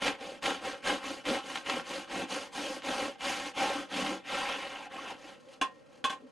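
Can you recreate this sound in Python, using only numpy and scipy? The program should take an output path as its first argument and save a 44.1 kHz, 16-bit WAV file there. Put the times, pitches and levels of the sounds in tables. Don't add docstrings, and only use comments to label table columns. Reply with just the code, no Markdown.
import sys
import numpy as np
from scipy import signal
from scipy.fft import rfft, irfft
from scipy.io import wavfile

SR = 44100
rng = np.random.default_rng(int(sys.argv[2]) if len(sys.argv) > 2 else 0)


def log_audio(samples):
    frames = np.atleast_2d(samples).T
    limited = np.clip(frames, -1, 1)
    pcm = np.round(limited * 32767).astype(np.int16)
    wavfile.write(sys.argv[1], SR, pcm)


N = 278271
TIME, HZ = np.arange(N) / SR, np.fft.rfftfreq(8192, 1 / SR)

# f/Hz, level/dB
BACKGROUND_TONE = [(25, -18), (70, -11.5), (130, 7), (200, 4), (290, 5.5), (400, 4), (550, 10.5),
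                   (720, -3.5), (1000, -4.5), (1600, -10), (3000, -20), (6000, -30), (10000, -36),
                   (14000, -47)]
CLATTER_TONE = [(60, -10), (150, -1.5), (300, -0.5), (1000, 8), (1300, 3), (1600, 6.5), (2000, 1.5),
                (3000, 3.5), (3800, -0.5), (5500, -7.5), (6500, -5.5), (9000, -11.5), (11000, -16.5),
                (14000, -45)]
CRUMB_TONE = [(30, -23), (90, -6.5), (160, -0.5), (250, -6.5), (500, 6.5), (650, 10), (850, -0.5),
              (1500, -51.5)]
CRUST_TONE = [(350, -17.5), (600, -4), (770, 2), (870, 3), (930, 1.5), (1040, 1), (1200, -0.5), (1850, -2),
              (2100, -1), (3000, -0.5), (3700, -6.5), (4400, -20), (5300, -24.5), (8000, -58)]
FIZZ_TONE = [(2500, -44), (3900, 0.5), (4700, 1.5), (5600, -3), (6500, 0.5), (7600, -6.5), (8800, -5.5),
             (9400, -9.5), (10300, -7.5), (11500, -16), (12500, -21), (13000, -40), (14200, -21)]
FLAKE_TONE = [(80, -29), (300, -14.5), (900, 14), (2000, 13), (3200, 13), (4500, 3), (8000, -12),
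              (14000, -40)]
# f/Hz, fade/s
ROOM_FADE = [(150, 0.11), (600, 0.18), (3000, 0.15), (8000, 0.071), (14000, 0.055)]
# f/Hz, level/dB
SIDE_ECHOES = [(60, -10), (140, -11.5), (280, -16), (550, -27.5), (850, -33), (1400, -12.5), (2100, -16.5),
               (2600, -26), (3400, -15.5), (4300, -19), (5100, -13), (6100, -20), (7100, -16.5),
               (12000, -6)]
# t/s, half length/s, level/dB
FINGER_SHIFTS = [(5.428, 0.055, -65), (5.533, 0.032, -60), (5.77, 0.08, -68.5), (5.957, 0.041, -64.5),
                 (6.232, 0.073, -70)]
# t/s, ring/dB, clatter/dB, place along the knife (0 to 1)
KNIFE_HITS = [(5.613, -20.5, -29, 0.2), (5.6227, -27.5, -42, 0.34), (6.041, -22.5, -28.5, 0.97),
              (6.0532, -41, -38, 0.4), (6.095, -32.5, -39, 0.97), (6.1016, -58, -36.5, 1),
              (6.126, -38.5, -45, 0.2)]
# f/Hz, time to fade by 60 dB/s, level if hit at one end/dB, at the other end/dB
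KNIFE_NOTES = [(275, 0.093, -10.5, -20.5), (378, 0.19, -15.5, -27), (457, 0.093, -20, -11.5),
               (749, 0.14, -9.5, -28), (1036, 0.15, -8, -15), (1063.4, 0.15, -4.5, -6),
               (1105, 0.09, -16, -7), (1150, 0.21, -21, -10), (1490, 0.063, -17, -6),
               (1553, 0.074, -31, -9), (1690, 0.08, -14, -7), (1860, 0.48, -38, -26),
               (2410, 0.058, -3, -29), (2560, .17, -27, -12), (2800, 0.057, 3, -24),
               (3070, 0.16, -29, -4.5), (3388, 0.046, -11, -1.5), (3450, 0.055, -20, -6),
               (4220, 0.076, -35, -18), (6350, 0.039, -15, -17)]
# f/Hz, width/Hz, level/dB
BOARD_NOTES = [(189, 12.6, -1), (290.4, 29.4, 5), (334.3, 23, 9), (410, 40, -8), (504, 21, -8),
               (562.7, 23, -1.5)]
BLADE_NOTES = [(759, 49, 0), (880, 6.8, -22), (1025, 22, 1), (1017, 8.6, 3), (1419, 21, 3.5),
               (1545, 6.9, 3.5), (1900, 4.8, 0), (1838, 48, -2.5), (2530, 17, -22.5), (2960, 27, 2.5),
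               (3430, 20, -10)]
# t/s, half length/s, f/Hz, level/dB
BLADE_SNAGS = [(.068, .008, 559, -34), (0.075, 0.024, 426, -39), (.495, 0.024, 446, -42),
               (.887, 0.026, 1590, -34.5), (.90, 0.024, 505, -42), (1.308, 0.026, 256, -39),
               (1.754, 0.023, 233, -44.5), (1.76, .02, 174, -47), (1.955, 0.021, 540, -40),
               (2.189, 0.033, 266, -51), (2.20, 0.027, 180, -44), (2.66, .035, 537, -40),
               (3.0, .021, 540, -40), (3.66, 0.05, 833, -35), (3.781, .029, 302, -40),
               (3.989, 0.032, 277, -41), (4.03, .06, 190, -41.5), (4.07, 0.024, 280, -38),
               (4.122, .027, 330, -38), (4.495, 0.0094, 543, -39), (4.8, .014, 880, -44),
               (4.868, 0.014, 780, -45.5), (4.992, 0.0089, 1180, -39.5), (5.109, .0082, 900, -40),
               (5.483, .012, 536, -52)]
# t/s, peak/dB
FLAKE_SNAPS = [(.0235, -22), (.067, -19), (.080, -12), (.096, -22), (.4245, -29), (.4405, -24),
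               (.4595, -15), (.463, -17), (.506, -19.5), (.8625, -22), (.8725, -20), (1.2545, -24),
               (1.265, -25), (1.290, -23), (1.5573, -18), (1.5738, -21), (1.662, -26), (1.698, -16),
               (1.701, -19), (2.8215, -30), (3.2085, -26), (3.459, -27), (4.0637, -21), (4.5225, -22)]
# t/s, extra force compared with the stroke/dB
RIDGE_CATCHES = [(0.022, -7), (.063, -9), (.425, 4), (0.456, -3), (0.498, -7), (0.647, -5), (1.256, -5),
                 (1.553, 1.5), (1.661, -7), (1.696, 3), (2.992, -9), (3.325, -19), (3.461, 0), (4.489, 1),
                 (4.938, 0), (5.105, 5)]
# start/s, length/s, speeding up/s, braking/s, drop in pressure over the stroke/dB,
# drag on the loaf/dB, crust rasp/dB, crumb fizz/dB, push on the board/dB
SAW_STROKES = [(-0.01, 0.19, 0.08, 0.17, 6, -31.5, -28, -38, -3.5),
               (0.155, 0.29, 0.12, 0.1, 21, -44.5, -44, -53, -6),
               (0.403, 0.23, 0.069, 0.21, -1.5, -36, -32.0, -41, 7),
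               (0.583, 0.263, 0.11, 0.24, 5, -38, -37, -45, -9),
               (0.809, 0.21, 0.092, 0.19, -6, -31.5, -29.5, -37, -2),
               (0.994, 0.32, 0.092, 0.18, 21.5, -46.5, -42.0, -49, -2.5),
               (1.225, 0.22, 0.073, 0.129, -4.5, -36.5, -34, -43.5, -1.5),
               (1.402, 0.27, 0.077, 0.12, -2, -49.5, -43.5, -50.5, 0),
               (1.622, 0.24, 0.081, 0.1, 4, -41, -37.5, -47, -6),
               (1.809, 0.28, 0.1, 0.15, -6, -47, -41, -48.5, 10),
               (2.045, 0.24, 0.1, 0.097, -11, -41.5, -40.5, -50.0, 1.5),
               (2.264, 0.27, 0.075, 0.1, 21.5, -43, -39, -45, -6.5),
               (2.495, 0.34, 0.089, 0.086, 5.5, -46.5, -40, -46, 3),
               (2.807, 0.37, 0.079, 0.15, 3.5, -39.5, -37, -45.5, -5),
               (3.168, 0.38, 0.14, 0.066, 19.5, -43, -34, -41.5, 0.5),
               (3.523, 0.39, 0.11, 0.13, 18, -39.5, -34.5, -43.5, -2.5),
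               (3.866, 0.37, 0.13, 0.136, 11, -40.5, -34.5, -44, -3.5),
               (4.215, 0.68, 0.17, 0.036, 21, -45, -36, -48.0, -5.5),
               (4.874, 0.31, 0.063, 0.1, -8, -52, -46.5, -59, -3.5),
               (5.134, 0.26, 0.032, 0.12, -16, -60, -54.5, -64, -4)]


def amp(db):
    return 10 ** (np.asarray(db) / 20)


def evened(x):
    return x / np.sqrt(np.mean(x ** 2) + 1e-20)


def read(points, hz):
    f, value = np.transpose(points)
    return np.interp(np.log(hz + 1), np.log(f + 1), value)


def add(mix, s, sound):
    part = mix[max(round(s * SR), 0):][:len(sound)]
    part += sound[:len(part)]


def convolve(x, response):
    return signal.oaconvolve(x, response)[:len(x)]


def ring(gain):
    log_gain = np.log(np.maximum(gain, 1e-5))
    mirrored = np.r_[log_gain, log_gain[-2:0:-1]]
    response = np.fft.ifft(np.exp(np.conj(signal.hilbert(mirrored)))).real
    return response / np.linalg.norm(response)


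def colour(points):
    return ring(amp(read(points, HZ)))


def resonance(notes):
    power = sum(amp(db) ** 2 / (1 + ((HZ - hz) / width) ** 2) ** 2 for hz, width, db in notes)
    return ring(np.sqrt(power))


def wander(hz):
    f = np.fft.rfftfreq(N, 1 / SR)
    return evened(irfft(rfft(rng.standard_normal(N)) * np.exp(-(f / hz) ** 2), N))


def background():
    noise = rng.standard_normal(N) * amp(0.63 * wander(hz=35))
    return amp(-60) * convolve(noise, colour(BACKGROUND_TONE))


def room_echoes(x, per_s=3000):
    t = np.arange(SR // 2) / SR
    echoes = rng.choice([-1., 1.], len(t)) * (rng.random(len(t)) < per_s / SR) * (t > .005)
    hz, age, spectrum = signal.stft(echoes, SR, nperseg=256)
    fade = amp(-60 * age / read(ROOM_FADE, hz)[:, None])
    tail = signal.istft(spectrum * fade, SR, nperseg=256)[1]
    return convolve(x, tail / np.linalg.norm(tail))


def second_arrival(x, share=0.51, delay_samples=166, edge_hz=9100):
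    late = signal.firwin(2 * delay_samples + 1, edge_hz, fs=SR)
    return (x + share * convolve(x, late)) / np.sqrt(1 + share ** 2)


def fingers():
    shifts = sum(amp(db) * np.exp(-((TIME - s) / half_s) ** 2 / 2) for s, half_s, db in FINGER_SHIFTS)
    touch = rng.standard_normal(N) * amp(2 * wander(hz=59.7)) * shifts
    return convolve(touch, colour(CRUST_TONE)) + amp(-6.5) * convolve(touch, colour(FIZZ_TONE))


def hand_bump(s=6.228, half_s=0.027, db=-53):
    push = rng.standard_normal(N) * np.exp(-((TIME - s) / half_s) ** 2)
    return amp(db) * convolve(push, resonance([(265, 19, -5), (433, 28, -8)]))


def knocks(clatter_s=0.12, rise_s=0.00056):
    out, t = np.zeros(N), np.arange(SR // 3) / SR
    for s, ring_db, clatter_db, place in KNIFE_HITS:
        ringing = np.zeros(len(t))
        for k, (hz, fade_s, a_db, b_db) in enumerate(KNIFE_NOTES):
            level = amp(a_db + place * (b_db - a_db) - 60 * t / fade_s)
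            ringing += (-1) ** k * level * np.sin(2 * np.pi * hz * t)
        burst = rng.standard_normal(len(t)) * amp(-60 * t / clatter_s)
        clatter = convolve(burst, colour(CLATTER_TONE))
        onset = 1 - np.exp(-t / rise_s)
        add(out, s, (amp(ring_db) * ringing + amp(clatter_db) * clatter) * onset)
    return out


def snags(sharpness=11):
    out, t = np.zeros(N), np.arange(SR // 2) / SR
    for s, half_s, hz, db in BLADE_SNAGS:
        rub = rng.standard_normal(len(t)) * np.exp(-(t / half_s - 2.5) ** 2 / 2)
        groan = convolve(rub, resonance([(hz, hz / sharpness, 0)]))
        groan *= np.sqrt(2 * half_s * SR) / np.linalg.norm(groan)
        add(out, s - 2.5 * half_s, amp(db) * groan)
    return amp(-2) * out


def snaps(splinter_db=-14, splinter_s=0.0037):
    out, click, t = np.zeros(N), colour(FLAKE_TONE), np.arange(SR // 10) / SR
    for s, db in FLAKE_SNAPS:
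        splinters = rng.standard_normal(len(t)) * (rng.random(len(t)) < 3000 / SR)
        shower = amp(splinter_db) * splinters * np.exp(-t / splinter_s)
        crack = convolve((t == 0) + shower, click)
        add(out, s, amp(db) * crack / abs(crack).max())
    return out


def tiny_breaks(per_s, spread_db, grip):
    size = amp(spread_db * np.minimum(rng.exponential(1, N), 4.5))
    return evened(grip * size * rng.choice([-1., 1.], N) * (rng.random(N) < per_s / SR))


def chips(db=-8, fade_db_per_s=2.1):
    _, rasp, _ = blade_motion()
    flicks = tiny_breaks(per_s=140, spread_db=4, grip=1) * rasp * amp(db - fade_db_per_s * TIME)
    return convolve(flicks, colour(FLAKE_TONE))


def crust_patches(x, span_hz, span_s, depth_db=2):
    spectrum = signal.stft(x, SR, nperseg=256, noverlap=192)[2]
    bins, frames = spectrum.shape
    across, along = np.fft.fftfreq(bins, SR / 256)[:, None], np.fft.fftfreq(frames, 64 / SR)
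    blur = np.exp(-(across * span_hz) ** 2 - (along * span_s) ** 2)
    patches = np.fft.ifft2(np.fft.fft2(rng.standard_normal(spectrum.shape)) * blur).real
    gain = evened(amp(depth_db * evened(patches)))
    return signal.istft(spectrum * gain, SR, nperseg=256, noverlap=192)[1][:N]


def board_pressure():
    start, length, *_, push_db = np.transpose(SAW_STROKES)
    return amp(np.interp(TIME, start + length / 2, push_db))


def surges(fade_s=0.0089):
    return 1 + sum(amp(db) * (TIME > s) * np.exp(-abs(TIME - s) / fade_s) for s, db in RIDGE_CATCHES)


def blade_motion(brake_db=26, drag_dip_db=1):
    power = np.zeros((3, N))
    anchor = 0.33
    for start, length, rise_s, brake_s, ease_db, drag_db, rasp_db, fizz_db, _ in SAW_STROKES:
        t = TIME - start
        rising = np.sin(np.pi / 2 * np.clip(t / rise_s, 0, 1)) ** 2
        braking = np.clip((t - length) / brake_s + 1, 0, 2)
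        moving = (t > 0) & (braking < 2)
        speed = (rising * amp(-brake_db * braking ** 2))[moving]
        progress = np.clip(t / length, 0, 1)[moving]
        pressure_db = -ease_db * (progress - anchor)
        dip_db = drag_dip_db * (np.sin(np.pi * progress) - np.sin(np.pi * anchor))
        drag = amp(drag_db + pressure_db - dip_db) * speed ** 1.3
        rasp = amp(rasp_db + pressure_db) * speed ** 1.05
        fizz = amp(fizz_db + pressure_db) * speed ** 1.2
        power[:, moving] += np.square([drag, rasp, fizz])
    return np.sqrt(power)


def sawing():
    drag, rasp, fizz = blade_motion() * surges()
    drag = drag * amp(0.87 * wander(hz=21.9))
    catch = wander(hz=190)
    cracks = tiny_breaks(per_s=6000, spread_db=2, grip=amp(1.3 * catch))
    dust = tiny_breaks(per_s=9000, spread_db=2.5, grip=amp(0.28 * catch))
    jerks = tiny_breaks(per_s=2500, spread_db=2, grip=amp(2.86 * catch))
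    tugs = evened(0.5 * cracks + jerks) * drag
    push = board_pressure()
    shake = tugs / np.sqrt(1 + push ** 2)
    low_wood = amp(1.5) * convolve(shake * push, resonance(BOARD_NOTES[:3]))
    high_wood = amp(-2.5) * convolve(shake, resonance(BOARD_NOTES[3:]))
    loaf = amp(-1.5) * convolve(tugs, colour(CRUMB_TONE))
    tearing = crust_patches(cracks, span_hz=704, span_s=0.047) * rasp
    crust = amp(-0.5) * convolve(tearing, colour(CRUST_TONE))
    ticks = tiny_breaks(per_s=2500, spread_db=-1.5, grip=amp(1.6 * catch)) * rasp
    blade = amp(-13) * convolve(ticks, resonance(BLADE_NOTES))
    shedding = crust_patches(evened(0.68 * cracks + dust), span_hz=900, span_s=0.014) * fizz
    crumbs = amp(-0.36) * convolve(shedding, colour(FIZZ_TONE))
    return low_wood + high_wood + loaf + crust + blade + crumbs


def scene():
    bread = sawing() + chips() + snaps() + snags() + fingers()
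    knife = knocks() + hand_bump()
    to_room = bread + amp(3) * knife
    middle = second_arrival(bread + knife + background() + amp(-15) * room_echoes(to_room))
    side_gain = amp(read(SIDE_ECHOES, np.fft.rfftfreq(N, 1 / SR)))
    side = irfft(side_gain * rfft(room_echoes(to_room)), N) + amp(-1.5) * background()
    return np.array([middle + side, middle - side])


def record(dry):
    treble_cut = signal.firwin(511, 14200, window=("kaiser", 9), fs=SR)
    return signal.oaconvolve(dry, treble_cut[None], "same")


dry = scene()
out = record(dry)
log_audio(out)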